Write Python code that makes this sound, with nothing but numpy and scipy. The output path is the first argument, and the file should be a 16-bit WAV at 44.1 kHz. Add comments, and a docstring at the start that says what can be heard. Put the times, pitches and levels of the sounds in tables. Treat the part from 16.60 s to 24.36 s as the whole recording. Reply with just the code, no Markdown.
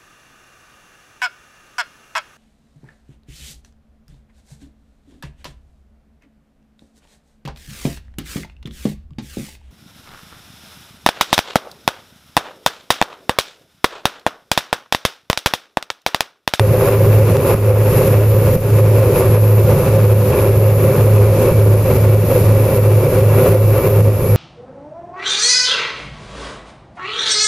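"""A twin turboprop taxis, heard from a window seat for 7.8 s.
From the start two propeller hums beat, the lulls closing up from about 0.6 to 0.4 s apart; wash roars in the
cabin wall, intake air hisses and the compressor whistles as a comb of lines, all chopped at the blade rate;
roar and treble swell briefly, mostly in the lulls. A dry click falls at 0.8 s, short low thumps at 0.95, 2.0
and 4.9 s, each making the gain duck; a gear whine grows while the nacelle draught fades.
Throughout, a gain control holds the hum down and lets the roar swell each time the propellers cancel."""
import sys
import numpy as np
from scipy.fft import rfft, irfft, next_fast_len
from scipy.io import wavfile
from scipy.ndimage import uniform_filter1d, minimum_filter1d, map_coordinates

SR = 44100
rng = np.random.default_rng(int(sys.argv[2]) if len(sys.argv) > 2 else 0)


def master(y):
    """Save y as 16-bit WAV."""
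    cut = np.clip(np.atleast_2d(y).T, -1, 1)
    pcm = np.round(cut * 32767)  # scale
    wavfile.write(sys.argv[1], SR, pcm.astype(np.int16))


N = 342216
TIME = np.arange(N) / SR  # s


def amp(db):
    """Decibels to amplitude gain."""
    return np.exp(np.asarray(db) * np.log(10) / 20)


def unit(x):
    """Scale to rms 1."""
    return x / np.sqrt(np.mean(x ** 2) + 1e-20)


def along(points, hz):
    """Interpolate (f/Hz, value) points on a log frequency axis."""
    f, v = np.transpose(points)
    return np.interp(np.log(hz + 1), np.log(f + 1), v)


def curve(points):
    """Interpolate (t/s, value) points to one value per sample."""
    t, v = np.transpose(points)
    return np.interp(TIME, t, v)


def wobble(rate_hz):
    """Smooth random curve: a cubic spline through rate_hz normal knots a second."""
    knots = rng.standard_normal(int(N * rate_hz / SR) + 4)
    coarse = TIME[::64]
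    return np.interp(TIME, coarse, map_coordinates(knots, [coarse * rate_hz]))


def swells(rows):
    """Sum of Gaussian lifts in dB from (t/s, half length/s, lift/dB) rows."""
    return sum(db * np.exp(-((TIME - t) / half_s) ** 2) for t, half_s, db in rows)


def tone(turns):
    """Sine of rms 1 from its phase in turns."""
    return np.sqrt(2) * np.cos(2 * np.pi * (turns - np.floor(turns)).astype(np.float32))


def filtered(x, response):
    """Multiply the spectrum of x by a response of frequency in Hz."""
    m = next_fast_len(N + 8192)
    return irfft(rfft(x, m) * response(np.fft.rfftfreq(m, 1 / SR)), m)[..., :N]


def noise(spectrum):
    """Stereo noise of rms 1: alike left and right in the bass, unlike to opposed in the treble."""
    # left-right correlation: f/Hz, correlation/-1..1
    alike = [(100, .996), (500, .999), (1200, .985), (1500, .95), (2000, .65), (3300, .5), (5500, .42),
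             (7000, .1), (9000, 0), (11500, -.45), (15000, -.46)]

    def colour(hz):
        turn_rad = np.arccos(np.clip(along(alike, hz), -1, 1)) / 2
        return amp(along(spectrum, hz)) * np.array([np.cos(turn_rad), np.sin(turn_rad)])

    mid, side = filtered(rng.standard_normal((2, N)), colour)
    return unit(np.array([mid + side, mid - side]))


def propellers():
    """Blade passages so far; the near propeller gains one blade on the far one from lull to lull."""
    # blade-passing rate, mean of both propellers: t/s, f/Hz
    blade_rate = [(0, 105.6), (1.1, 105.7), (2.2, 106.4), (3.5, 105.6), (5.1, 104.6), (6.1, 105.2),
                  (7.76, 104.7)]
    # lulls, where the two hums cancel: t/s
    lull_times = [-.3, .245, .835, 1.385, 1.95, 2.575, 3.215, 3.746, 4.332, 4.85, 5.33, 5.728, 6.11, 6.49,
                  6.84, 7.23, 7.625, 8.02]
    mean = np.cumsum(curve(blade_rate)) / SR
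    # half a blade apart at each lull
    lead = np.interp(TIME, lull_times, np.arange(len(lull_times)) + .5)
    return mean + lead / 2, mean - lead / 2


def chop(blades, depth, sharpness):
    """Gain of rms 1 that rises in a burst at every blade passage."""
    return unit(1 + depth * np.exp(sharpness * (np.cos(2 * np.pi * blades) - 1)))


def surges():
    """Brief swells, mostly in the hum lulls: lift in dB of the wall roar, and of the rush and treble."""
    # t/s, half length/s, wall lift/dB, rush and treble lift/dB
    surge_rows = [(.262, .07, 4.5, 6), (.89, .075, 4.5, 6.5), (1.956, .015, 2.5, 4),
                  (2.585, .055, 3.5, 6.5), (3.19, .09, 2.5, 4), (3.81, .075, 4, 5.5), (4.9, .045, 5, 5),
                  (5.76, .04, 4.5, 2.5), (6.951, .02, 5, 2), (7.245, .06, 3, 3.5)]
    wall_surge_db = swells((t, half_s, wall_db) for t, half_s, wall_db, _ in surge_rows)
    air_surge_db = swells((t, half_s, air_db) for t, half_s, _, air_db in surge_rows)
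    return wall_surge_db, air_surge_db


def click(at_s, level_db, t60_s):
    """One dry click: a sudden step that decays at once."""
    age_s = np.maximum(TIME - at_s, 0)
    return -amp(level_db - 60 * age_s / t60_s) * (TIME >= at_s)


def thumps(ring_hz, width_s):
    """Short low thumps: each is a cosine in a Gaussian envelope, strong enough to make the gain duck."""
    # t/s, peak/dB
    thump_rows = [(.95, 7), (1.965, 6.5), (4.916, 6)]
    out = np.zeros(N)
    for t, peak_db in thump_rows:
        near_by = np.abs(TIME - t) < 5 * width_s
        age_s = TIME[near_by] - t
        pulse = np.exp(-(age_s / width_s) ** 2) * np.cos(2 * np.pi * ring_hz * age_s)
        out[near_by] += amp(peak_db) * pulse
    return out


def draught(start_db, fade_db_per_s):
    """Air drawn past the nacelle: band noise that fades steadily."""
    # spectrum: f/Hz, relative density/dB
    nacelle = [(900, -10), (1600, 0.5), (1900, 0), (2750, -4.5), (3200, -14), (5000, -45)]
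    return amp(start_db - fade_db_per_s * TIME) * noise(nacelle)


def gearbox(mesh_hz, flutter_hz, flicker_db):
    """Gear mesh: a thin tone with random pitch flutter, growing out of the roar and flaring briefly."""
    # whine level: t/s, level/dB
    growth = [(0, -55), (2.8, -45), (4.8, -41.5), (7.76, -40)]
    # flares: t/s, half length/s, lift/dB
    flares = [(3.3, .05, 6), (4.95, .05, 7), (5.4, .09, 4), (6.85, .04, 5), (7.25, .04, 8)]
    turns = np.cumsum(mesh_hz + flutter_hz * wobble(70)) / SR
    level_db = curve(growth) + swells(flares) + flicker_db * wobble(14)
    port_db = np.array([wobble(13), wobble(6.1)])
    return amp(level_db + port_db) * tone(turns)


def whistle(near, level_db):
    """The propeller chops the compressor tone into a comb of thin lines, each waxing and waning alone."""
    # compressor blade tone: t/s, f/Hz
    turbine = [(0, 11998), (.5, 11988), (.95, 11968), (1.25, 11992), (1.8, 12068), (2.15, 12070),
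               (2.75, 12020), (3.3, 12010), (3.6, 11980), (3.95, 11918), (4.5, 11885), (5.15, 11857),
               (6.1, 11882), (7.1, 11912), (7.76, 11917)]
    # lines: order/blade-passing rates, level at t=0/dB, drift/(dB/s), lag between ports/turns
    sidebands = [(-7, -13, .6, .36), (-6, -11, 0, .41), (-4, -5.5, 1.2, .3), (-3, -8, .3, .45),
                 (-2, -6, .5, .37), (-1, -3, -.1, .42), (0, 2, -.7, .4), (1, -3, -1.2, .38),
                 (2, -5.5, .6, .41), (3, -9, 1.3, .45), (4, -16, 1.1, .5)]
    # spells in which one line sings out: order, t/s, half length/s, lift/dB
    streaks = [(-2, .2, .35, 6), (-2, 1.1, .45, 6), (0, 1.6, .2, 3), (-4, 2.7, .45, 8), (-6, 3.05, .35, 10),
               (-7, 3.2, .4, 7), (-1, 3.6, .7, 5), (3, 4.2, .25, 6), (2, 4.3, .25, 3), (3, 5.6, .25, 4),
               (3, 7.1, .45, 4), (0, 7.2, .6, 6)]
    fade_db, wander_turns, lag_sway_turns = 2.2, .135, .1  # random swing of each line
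    carrier = np.cumsum(curve(turbine) + 3 * wobble(25)) / SR
    out = np.zeros((2, N))
    for order, line_db, drift_db_per_s, lag_turns in sidebands:
        line = carrier + order * near + wander_turns * wobble(16)
        streak_db = swells(spell for which, *spell in streaks if which == order)
        gain = amp(line_db + drift_db_per_s * TIME + streak_db + fade_db * wobble(13))
        for port in range(2):
            phase = line - port * lag_turns + lag_sway_turns * wobble(6)
            out[port] += gain * amp(wobble(8.8)) * tone(phase)
    return amp(level_db) * unit(out)


def air(near, hiss_db, intake_db, hiss_ease_db_per_s):
    """Blade-tip hiss, easing off steadily, and a narrow intake rush, both rasping at the blade rate."""
    # spectra: f/Hz, relative density/dB
    hiss_spectrum = [(2000, -22), (3200, -6.5), (5000, 5), (6000, 0.5), (7400, 7), (8300, -39), (9600, -11),
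                     (11000, 18), (13200, 9), (14300, -3), (15000, -22)]
    intake_spectrum = [(8500, -61), (10000, -13), (10500, -8), (10850, -5), (11100, -0.5), (11450, 2.5),
                       (12100, -2), (12300, -15), (12550, -12), (12750, -10), (14000, -43)]
    hiss_now_db = hiss_db - hiss_ease_db_per_s * TIME + 0.36 * wobble(8.0)
    hiss = amp(hiss_now_db) * noise(hiss_spectrum)
    intake = amp(intake_db + 0.56 * wobble(9)) * noise(intake_spectrum)
    return (hiss + intake) * amp(0.55 * wobble(24)) * chop(near, depth=0.36, sharpness=15)


def panels(hz):
    """Gain of the trim panels' narrow resonances."""
    # f/Hz, width/Hz, lift/dB
    resonances = [(875, 37, 2), (1010, 25, 3), (1170, 15, 2.5), (1365, 18, -3), (1430, 35, 2.5),
                  (1665, 34, 5.5), (1925, 25, 4.5), (2160, 17, 3.5), (2630, 25, 3.5), (2715, 30, 5)]
    return amp(sum(db * np.exp(-((hz - centre_hz) / width_hz) ** 2)
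                   for centre_hz, width_hz, db in resonances))


def wash(near, wall_surge_db, air_surge_db, rumble_db, wall_db, rush_db):
    """Turbulent air and rolling tyres shake the cabin; the wall rings in two broad humps."""
    # wash strength: t/s, relative level/dB
    strength = [(0, 0), (1, .7), (1.6, -1), (2.3, 0), (3.2, .7), (4.35, .3), (4.9, 1), (5.35, -1),
                (5.75, .2), (6.15, -.8), (6.9, 1.8), (7.3, 1.2), (7.76, -1.8)]
    # spectra: f/Hz, relative density/dB
    rumble_spectrum = [(15, -21), (28, -8), (45, -9), (64, -9), (80, -1), (94, -1), (140, 0.5), (175, -5),
                       (222, -14.5), (255, -10.5), (300, -16.5), (420, -42.5)]
    wall_spectrum = [(200, -80), (300, -14.5), (350, -7), (394, -0.5), (420, -2), (452, -10.5), (490, 0),
                     (538, .5), (580, -7.5), (630, -12.5), (700, -23), (1000, -47)]
    rush_spectrum = [(450, -22), (700, 1), (1100, 0.5), (1300, -3), (1450, -5), (1560, -11), (2100, -10.5),
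                     (2350, -7), (2700, -10), (3000, -18), (3800, -20), (6000, -35)]
    eddy_rate_hz, wall_flutter_db, rush_flutter_db = 42, 1.3, 1.7
    strength_db = curve(strength)
    eddies = wobble(eddy_rate_hz)
    rumble = amp(rumble_db + 0.4 * strength_db + 1.1 * wobble(4.4)) * noise(rumble_spectrum)
    wall_now_db = wall_db + strength_db + wall_surge_db + wall_flutter_db * eddies
    wall = amp(wall_now_db) * noise(wall_spectrum) * chop(near, depth=0.18, sharpness=2.7)
    rush_now_db = rush_db + strength_db + air_surge_db + rush_flutter_db * eddies
    panel_noise = unit(filtered(noise(rush_spectrum), panels))
    rush = amp(rush_now_db) * panel_noise * chop(near, depth=0.48, sharpness=2.1)
    return rumble + wall + rush


def hum(near, far, near_db, far_db, octave_db, waver_db):
    """Each propeller presses a nearly pure tone through the fuselage; the far one adds a faint octave."""
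    # hum strength: t/s, relative level/dB
    strength = [(0, -0.5), (1.7, -1.8), (2.9, 0.5), (4.5, -1), (5.1, 0.8), (5.6, -0.6), (6.7, -1.5),
                (7.45, .8)]
    first = amp(near_db + waver_db * wobble(8.1)) * tone(near)
    second = amp(far_db + waver_db * wobble(11.0)) * tone(far)
    octave = amp(octave_db + 1.7 * wobble(1.88)) * tone(2 * far)
    return amp(curve(strength)) * (first + second + octave)


def scene():
    """Sum every source at the window seat, then lean it left or right by frequency."""
    # louder side: f/Hz, left minus right/dB
    lean = [(100, -.75), (400, -.3), (1300, -.8), (2000, -0.5), (3000, 4), (5000, -1), (8500, 1.5),
            (10500, -1.2), (12500, 1)]
    near, far = propellers()
    wall_surge_db, air_surge_db = surges()
    small = click(at_s=.769, level_db=3.5, t60_s=0.0017) + thumps(ring_hz=117, width_s=0.0027)
    nacelle_air = draught(start_db=-32.5, fade_db_per_s=1)
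    gears = gearbox(mesh_hz=2316, flutter_hz=22.03, flicker_db=1.9)
    # the whistle swells by half as many dB as the air
    compressor = amp(air_surge_db / 2) * whistle(near, level_db=-25.7)
    treble_air = air(near, hiss_db=-30.5, intake_db=-27.0, hiss_ease_db_per_s=.12)
    high = amp(air_surge_db) * treble_air + compressor
    roar = wash(near, wall_surge_db, air_surge_db, rumble_db=-12.0, wall_db=-11.0, rush_db=-24.0)
    drone = hum(near, far, near_db=-6.5, far_db=-10.0, octave_db=-29.5, waver_db=0.07)
    total = small + nacelle_air + gears + high + roar + drone
    return filtered(total, lambda hz: amp(along(lean, hz) * [[.5], [-.5]]))


def gain_control(x, threshold_db, ceiling_db, size=128, count=15):
    """Cut a share of the level above threshold, duck at once for peaks over the ceiling, recover steadily."""
    gain_share, backoff_db, release_db_per_s = .9, 1.3, 36  # backoff: extra duck after a peak
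    starts = np.arange(0, N, size)
    power = uniform_filter1d(np.add.reduceat(np.mean(x ** 2, axis=0), starts) / size, count)
    levels_db = 10 * np.log10(np.abs(power) + 1e-9)
    peaks_db = 20 * np.log10(np.maximum.reduceat(np.abs(x).max(axis=0), starts) + 1e-9)
    gain_db, now_db = [], 0
    for level_db, peak_db in zip(levels_db, peaks_db):
        recovered_db = now_db + release_db_per_s * size / SR
        now_db = min(recovered_db, gain_share * (threshold_db - level_db), 0)
        if peak_db + now_db > ceiling_db:
            now_db = ceiling_db - peak_db - backoff_db
        gain_db.append(now_db)
    # look one block ahead: the gain is down before the peak arrives
    held_db = minimum_filter1d(gain_db, size=3)
    return x * amp(np.interp(np.arange(N), starts + size / 2, held_db))


def record(dry):
    """Even out the level, cut one narrow notch and drop everything above the band limit."""
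    notch_hz, notch_width_hz, top_hz = 7880, 150, 15050
    held = gain_control(dry, threshold_db=-8.0, ceiling_db=-0.48)

    def response(hz):
        notch = 1 - .97 * np.exp(-((hz - notch_hz) / notch_width_hz) ** 2)
        return notch * (hz < top_hz)

    return filtered(held, response)


dry = scene()
out = record(dry)
master(out)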